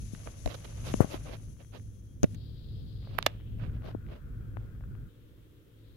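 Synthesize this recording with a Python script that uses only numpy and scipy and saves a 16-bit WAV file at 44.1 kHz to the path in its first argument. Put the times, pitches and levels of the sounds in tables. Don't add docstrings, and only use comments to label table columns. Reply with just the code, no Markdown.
import sys
import numpy as np
from scipy import signal
from scipy.fft import rfft, irfft
from scipy.io import wavfile

SR = 44100
rng = np.random.default_rng(int(sys.argv[2]) if len(sys.argv) > 2 else 0)


def to_wav(sig):
    pcm = np.clip(np.atleast_2d(sig), -1, 1) * 32767
    pcm = np.round(pcm).astype(np.int16)
    wavfile.write(sys.argv[1], SR, pcm.T)


N = 262836
TIME, FREQ = np.arange(N) / SR, np.fft.rfftfreq(N, 1 / SR)
BRIEF = np.arange(4096) / SR
BRIEF_FREQ = np.fft.rfftfreq(len(BRIEF), 1 / SR)

# start t/s, level/dB, drift/(dB/s), centre f/Hz, width/Hz, flank steepness, upper level/dB, skirt level/dB
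GRIPS = [(-.1, -58, -3.5, 6270, 1160, 2.1, -0.5, -0.5), (1.24, -63.5, -13.5, 6240, 888, 1.63, 1, -3),
         (2.235, -74, -3, 6140, 900, 1.9, 6.5, 8), (2.348, -64, -0.5, 4000, 1990, 4.7, -27, -21),
         (3.246, -68, -7.5, 3100, 900, 2.1, -29, -0.5), (3.594, -65, -2.5, 1445, 540, 2.17, -12.5, -16),
         (5.082, -78, -3, 3240, 1400, 2.5, -35, 0.5), (5.78, -78, 31.5, 3730, 1000, 2.6, -34, 0)]
# middle t/s, length/s, left level/dB, right level/dB
SLIDES = [(.25, .5, -61.5, -60.5), (0.279, 0.052, -44.5, -61), (0.513, 0.074, -49.5, -44),
          (0.55, 0.021, -44, -41), (0.652, 0.0244, -53, -46), (0.923, 1.53, -55, -55.5),
          (0.886, 0.11, -46, -42.5), (1.014, 0.049, -34.5, -54), (1.136, .1, -40, -43),
          (1.284, 0.1, -45, -52), (1.34, .07, -46.5, -45.5), (1.61, 0.057, -54.5, -56.5),
          (1.756, 0.096, -49.5, -49.5), (3.208, 0.47, -53.5, -54.5), (3.637, 0.15, -74.5, -49),
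          (3.752, 0.092, -57, -60), (3.876, .14, -42, -53), (4.135, .17, -49, -57),
          (4.636, 0.23, -63.5, -67)]


def amp(db):
    return 10 ** (np.asarray(db) / 20)


def unit(x):
    return x / np.sqrt(np.mean(x ** 2) + 1e-30)


def read(points, hz):
    f, value = np.transpose(points)
    return np.interp(np.log(hz + 1), np.log(f), value)


def add(mix, s, sound):
    start = max(round(s * SR), 0)
    part = mix[:, start:][:, :sound.shape[1]]
    part += sound[:, :part.shape[1]]


def drift(rate_hz):
    smooth = np.exp(-(FREQ / rate_hz) ** 2)
    return unit(irfft(rfft(rng.standard_normal(N)) * smooth, N))


def air(spectrum):
    # f/Hz, correlation
    likeness = [(40, .7), (120, 0.68), (300, 0.8), (640, 0), (1400, 0), (16000, 0)]
    a, b = rfft(rng.standard_normal((2, N)))
    same = np.clip(read(likeness, FREQ), -1, 1)
    left_right = np.array([a, same * a + np.sqrt(1 - same ** 2) * b])
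    return unit(irfft(left_right * amp(read(spectrum, FREQ)), N))


def resonate(x, hz, width_hz, steepness):
    distance = abs(2 * (FREQ - hz) / width_hz)
    return unit(irfft(rfft(x) / (1 + distance ** steepness), N))


def ring(hz, decay_s, quality=9):
    wander = np.cumsum(rng.standard_normal(len(BRIEF))) * np.sqrt(2 * np.pi * hz / quality / SR)
    wander = signal.lfilter(*signal.butter(1, hz / quality, fs=SR), wander)
    return np.sin(2 * np.pi * hz * BRIEF + wander) * np.exp(-BRIEF / decay_s)


def snap(thin_hz, dull_hz, rattle_s, rattle=0.25, tail_db=-24, tail_s=0.012, loose_s=.0012, left_hz=7000):
    # f/Hz, width/Hz, level over the direct snap/dB
    plastic = [(520, 330, 9.5), (1150, 200, 2.5), (1522, 300, -0.5), (2160, 1200, 3.5), (2786, 47, -2),
               (3560, 200, -3.5)]
    jf = 1j * BRIEF_FREQ
    body = 1 + sum(amp(db) * jf * width / (jf ** 2 + jf * width + hz ** 2) for hz, width, db in plastic)
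    shade = np.array([1 / (1 + jf / left_hz), np.ones(len(jf))])
    chatter, ringing = rattle * rng.standard_normal((2, 2, len(BRIEF)))
    force = 1 + rfft(chatter * np.exp(-BRIEF / rattle_s))
    tail = rfft(ringing * np.exp(-BRIEF / tail_s)) / (1 + jf / 1800)
    force += amp(tail_db) * min(rattle_s / loose_s, 1) * tail
    thin, dull = jf / thin_hz, jf / dull_hz
    less_bass = thin ** 2 / (thin ** 2 + thin + 1)
    less_treble = 1 / (dull ** 2 + dull + 1) / (dull + 1)
    sound = irfft(force * body * less_bass * less_treble * shade)
    return sound / abs(sound).max(axis=1, keepdims=True)


def room(x, t60=0.14):
    t = np.arange(SR // 2) / SR
    tail = rng.standard_normal((2, len(t))) * amp(-60 * t / t60) * (t > .004)
    tail = signal.lfilter([1], [1, -.6], tail)
    return signal.fftconvolve(x.mean(0)[None], tail / np.linalg.norm(tail[0]), axes=1)[:, :N]


def hum(lift_db=3, lumpy_db=2.5, loosen_s=5.08, loosen_db=-11.5, loosen_db_per_s=-4.5):
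    # t/s, level/dB
    hum_levels = [(0.0, -44.5), (0.4, -45.5), (0.83, -43.5), (1.73, -52), (2.21, -45.5), (3.8, -41.5),
                  (4.0, -44), (4.45, -44)]
    # f/Hz, level per Hz/dB
    rumble = [(15, -11), (30, -10), (45, 0.5), (62, 1), (85, -5), (108, -1), (140, -5), (200, -14),
              (260, -19.5), (400, -28), (700, -42), (1500, -66.5)]
    # f/Hz, level relative to the rumble/dB
    motor_tones = [(107, -6), (61.8, -15), (247, -24)]
    out = air(rumble)
    for hz, db in motor_tones:
        turns = np.cumsum(hz * (1 + .01 * drift(5))) / SR
        tone = np.sin(2 * np.pi * turns) * (1 + .3 * drift(8))
        out = out + amp(db) * unit(tone)
    loose_s = np.maximum(TIME - loosen_s, 0)
    drop_db = loosen_db * np.minimum(loose_s / .02, 1) + loosen_db_per_s * loose_s
    level_db = np.interp(TIME, *np.transpose(hum_levels)) + drop_db + lift_db
    return unit(out) * amp(level_db + lumpy_db * drift(5.8))


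def fan(level_db=-63, covered_db=-3.5, open_s=2.24, whine_hz=3262):
    # f/Hz, level per Hz/dB
    air_colour = [(40, -2.5), (200, -14.5), (300, 6.5), (390, -1), (480, 1), (600, -11.5), (750, -21.5),
                  (1000, -19), (1400, -15.5), (2400, -22.5), (3400, -20.5), (4600, -27), (9000, -29),
                  (12500, -24.5), (16000, -24)]
    # t/s, level/dB
    whine_levels = [(1.3, -82), (1.9, -84.5), (2.9, -81), (3.5, -89.5)]
    whine = []
    for _ in range(2):
        turns = np.cumsum(whine_hz + 9 * drift(40)) / SR
        whine.append(np.sin(2 * np.pi * turns) * (1 + 0.6 * drift(16)))
    cooling = amp(level_db + covered_db * (TIME < open_s)) * air(air_colour)
    return cooling + amp(np.interp(TIME, *np.transpose(whine_levels))) * unit(np.array(whine))


def hiss(upper_ratio=1.66, upper_widening=1.4, flicker_db=1.43, fade_s=.025,
         buzz_hz=120, buzz_db=-5.5, buzz_limit_db=-68, swing_s=1, swing_width_s=.18, swing_peak_db=8.5):
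    a, b, c = rng.standard_normal((3, N))
    cycle = rng.standard_normal(SR // buzz_hz)
    buzz = np.interp(TIME * buzz_hz, np.arange(len(cycle)) / len(cycle), cycle, period=1)
    swing_db = swing_peak_db * np.exp(-((TIME - swing_s) / swing_width_s) ** 2)
    left = np.zeros(N)
    ends = [grip[0] for grip in GRIPS[1:]] + [np.inf]
    for (start, db, db_per_s, hz, width, steepness, upper_db, skirt_db), end in zip(GRIPS, ends):
        gap = resonate(a, hz, width, steepness)
        gap += amp(upper_db) * resonate(b, hz * upper_ratio, width * upper_widening, steepness)
        gap += amp(skirt_db) * resonate(c, hz * 0.78, hz * 1.1, 7.4)
        level_db = db + db_per_s * (TIME - start) + swing_db
        gap *= amp(level_db)
        gap += amp(np.minimum(level_db + buzz_db, buzz_limit_db)) * resonate(buzz, hz, width, steepness)
        from_edge_s = np.minimum(TIME - start, end - TIME)
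        left += gap * np.sqrt(np.clip(from_edge_s / fade_s + .5, 0, 1))
    return np.array([amp(flicker_db * drift(25)) * left, np.zeros(N)])


def rubs(grain_db=3, patchy_db=1.0, taper=0.96, middle_dull_hz=4800, middle_db=-47.5, db_per_octave=13.5):
    # f/Hz, level per Hz/dB
    case_left = [(80, -9.5), (200, 4.5), (430, 1), (620, 5), (830, -9.5), (1150, -8), (1800, -17.5),
                 (2700, -23.5), (4000, -28), (8000, -40.5), (11000, -19.5), (16000, -33)]
    case_right = [(80, -18), (380, 3.5), (550, 6.5), (760, -1), (1200, -1.5), (1900, -4.5), (2700, -1),
                  (3800, -3), (6000, -10.5), (8500, -20), (12500, 3.5), (16000, -15)]
    out = np.zeros((2, N))
    case = amp([read(case_left, FREQ), read(case_right, FREQ)])
    slips = rng.standard_normal((2, N)) * amp(grain_db * drift(1300) + patchy_db * drift(50))
    slips = irfft(rfft(slips) * case, N)
    for s, length, left_db, right_db in SLIDES:
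        start, end = max(s - length / 2, 0), s + length / 2
        firmness_db = (left_db + right_db) / 2 - middle_db
        dull_hz = middle_dull_hz * 2 ** (firmness_db / db_per_octave)
        dull = signal.butter(2, min(dull_hz, SR * .45), fs=SR, output="sos")
        stroke = signal.sosfilt(dull, slips[:, round(start * SR):round(end * SR)])
        stroke = stroke / stroke.std(axis=1, keepdims=True)
        stroke = stroke * signal.windows.tukey(stroke.shape[1], min(taper, 1))
        add(out, start, amp([[left_db], [right_db]]) * stroke)
    return out


def creaks(per_s=23, level_db=0.5, spread_db=2.5, thin_hz=434, dull_hz=2400, rattle_s=.001):
    out = np.zeros((2, N))
    for s, length, left_db, right_db in SLIDES:
        for _ in range(round(per_s * length)):
            at = s + length * (rng.random() - .5)
            db = level_db + spread_db * (2 * rng.random() - 1)
            add(out, at, amp([[left_db], [right_db]]) * amp(db) * snap(thin_hz, dull_hz, rattle_s))
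    return out


def knocks(damping=0.56):
    # t/s, left level/dB, right level/dB, rocking f/Hz, contact hardness f/Hz, case ring level/dB
    knock_list = [(.135, -26, -46, 174, 150, -38), (0.4608, -17, -30, 44.3, 105, -6.5),
                  (0.475, -36, -20.5, 50, 500, -9.5), (0.9413, -13, -35, 202, 336, -26),
                  (1.006, -0.5, -35, 106, 344.4, -46), (1.0455, -19, -52, 148.6, 300, -12),
                  (1.1436, -21, -47, 253, 394, -34), (2.233, -10.5, -17.5, 79, 254.3, -20.5),
                  (2.2414, -10, -6, 161, 298, -17.5), (3.2654, -29.5, -16.5, 320, 260, -30),
                  (3.9497, -20, -40, 255, 282, -38), (4.5705, -23, -53, 101.3, 830, -41)]
    # f/Hz, decay/s, level within the case ring/dB
    case_modes = [(270, .01, -5.5), (590, .0045, 2.5)]
    out, lead = np.zeros((2, N)), .006  # s, room for the push to build up before its middle
    for s, left_db, right_db, rock_hz, hard_hz, ring_db in knock_list:
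        rock = 1j * BRIEF_FREQ / rock_hz
        contact = np.exp(-2j * np.pi * BRIEF_FREQ * lead) / np.cosh(BRIEF_FREQ / hard_hz)
        push = irfft(contact * rock ** 2 / (rock ** 2 + damping * rock + 1))
        add(out, s - lead, np.array([[-amp(left_db)], [amp(right_db)]]) * push / abs(push).max())
        modes = np.array([sum(amp(db) * ring(hz, decay_s) for hz, decay_s, db in case_modes) for _ in range(2)])
        add(out, s, amp([[left_db], [right_db]]) * amp(ring_db) * modes)
    return out


def clicks(gap_ring_s=0.0017, gap_db=4.5, port_hz=12100, port_ring_s=0.0011, port_db=-10):
    # t/s, left level/dB, right level/dB, thin below f/Hz, dull above f/Hz, rattle/s, ring level/dB
    click_list = [(0.1494, -49, -35.5, 600, 2900, .001, -26), (0.2735, -59, -27.5, 584, 2100, .001, -15),
                  (.4596, -53, -24, 400, 5400, .0015, -5), (.4759, -43, -26.5, 470, 6460, .001, -18),
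                  (0.5423, -43, -33.5, 500, 7000, 0.0027, -20), (0.646, -46, -35, 400, 6800, .001, -14),
                  (0.9393, -27.5, -26, 1500, 5500, .001, -10.5),
                  (1.007, -24.5, -46, 11000, 13100, 0.012, -27), (1.009, -21.5, -31, 300, 1220, 0.02, -40),
                  (2.232, -24.5, -27, 400, 3600, .002, 0.5), (2.2418, -34.5, -23.5, 404, 2980, .003, -5.5),
                  (2.3465, -50.5, -42, 900, 10000, 0.0037, 0), (3.073, -46, -41, 301, 1250, .001, -30),
                  (3.1843, -30, -18, 550, 2500, .0002, -16), (3.1873, -31, -8, 950, 2050, .0003, -3),
                  (3.2269, -27, -18, 1900, 3930, .0003, -28.5),
                  (3.263, -30.5, -10.5, 1220, 5240, .001, 2.5), (3.2647, -11, -5, 479, 5584, 0.0026, -28),
                  (4.5704, -69, -70, 788, 2500, .0004, -14), (4.8089, -43, -62, 300, 1450, .0006, -29),
                  (4.838, -44, -73, 312, 1520, .0006, -29), (4.9519, -45.5, -71, 405, 1730, .0006, -30)]
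    out = np.zeros((2, N))
    for s, left_db, right_db, thin_hz, dull_hz, rattle_s, ring_db in click_list:
        gap_hz = [hz for start, _, _, hz, *_ in GRIPS if start <= s][-1]
        ports = np.array([amp(gap_db) * ring(gap_hz, gap_ring_s), amp(port_db) * ring(port_hz, port_ring_s)])
        sound = snap(thin_hz, dull_hz, rattle_s) + amp(ring_db) * ports
        add(out, s, amp([[left_db], [right_db]]) * sound)
    return out


def scene():
    steady = hum() + fan() + hiss()
    taps = knocks() + clicks()
    return steady + rubs() + creaks() + taps + amp(-31.0) * room(taps)


def record(dry):
    low_pass = signal.firwin(511, 15900, window=("kaiser", 9), fs=SR)
    return signal.oaconvolve(dry, low_pass[None], "same")


dry = scene()
out = record(dry)
to_wav(out)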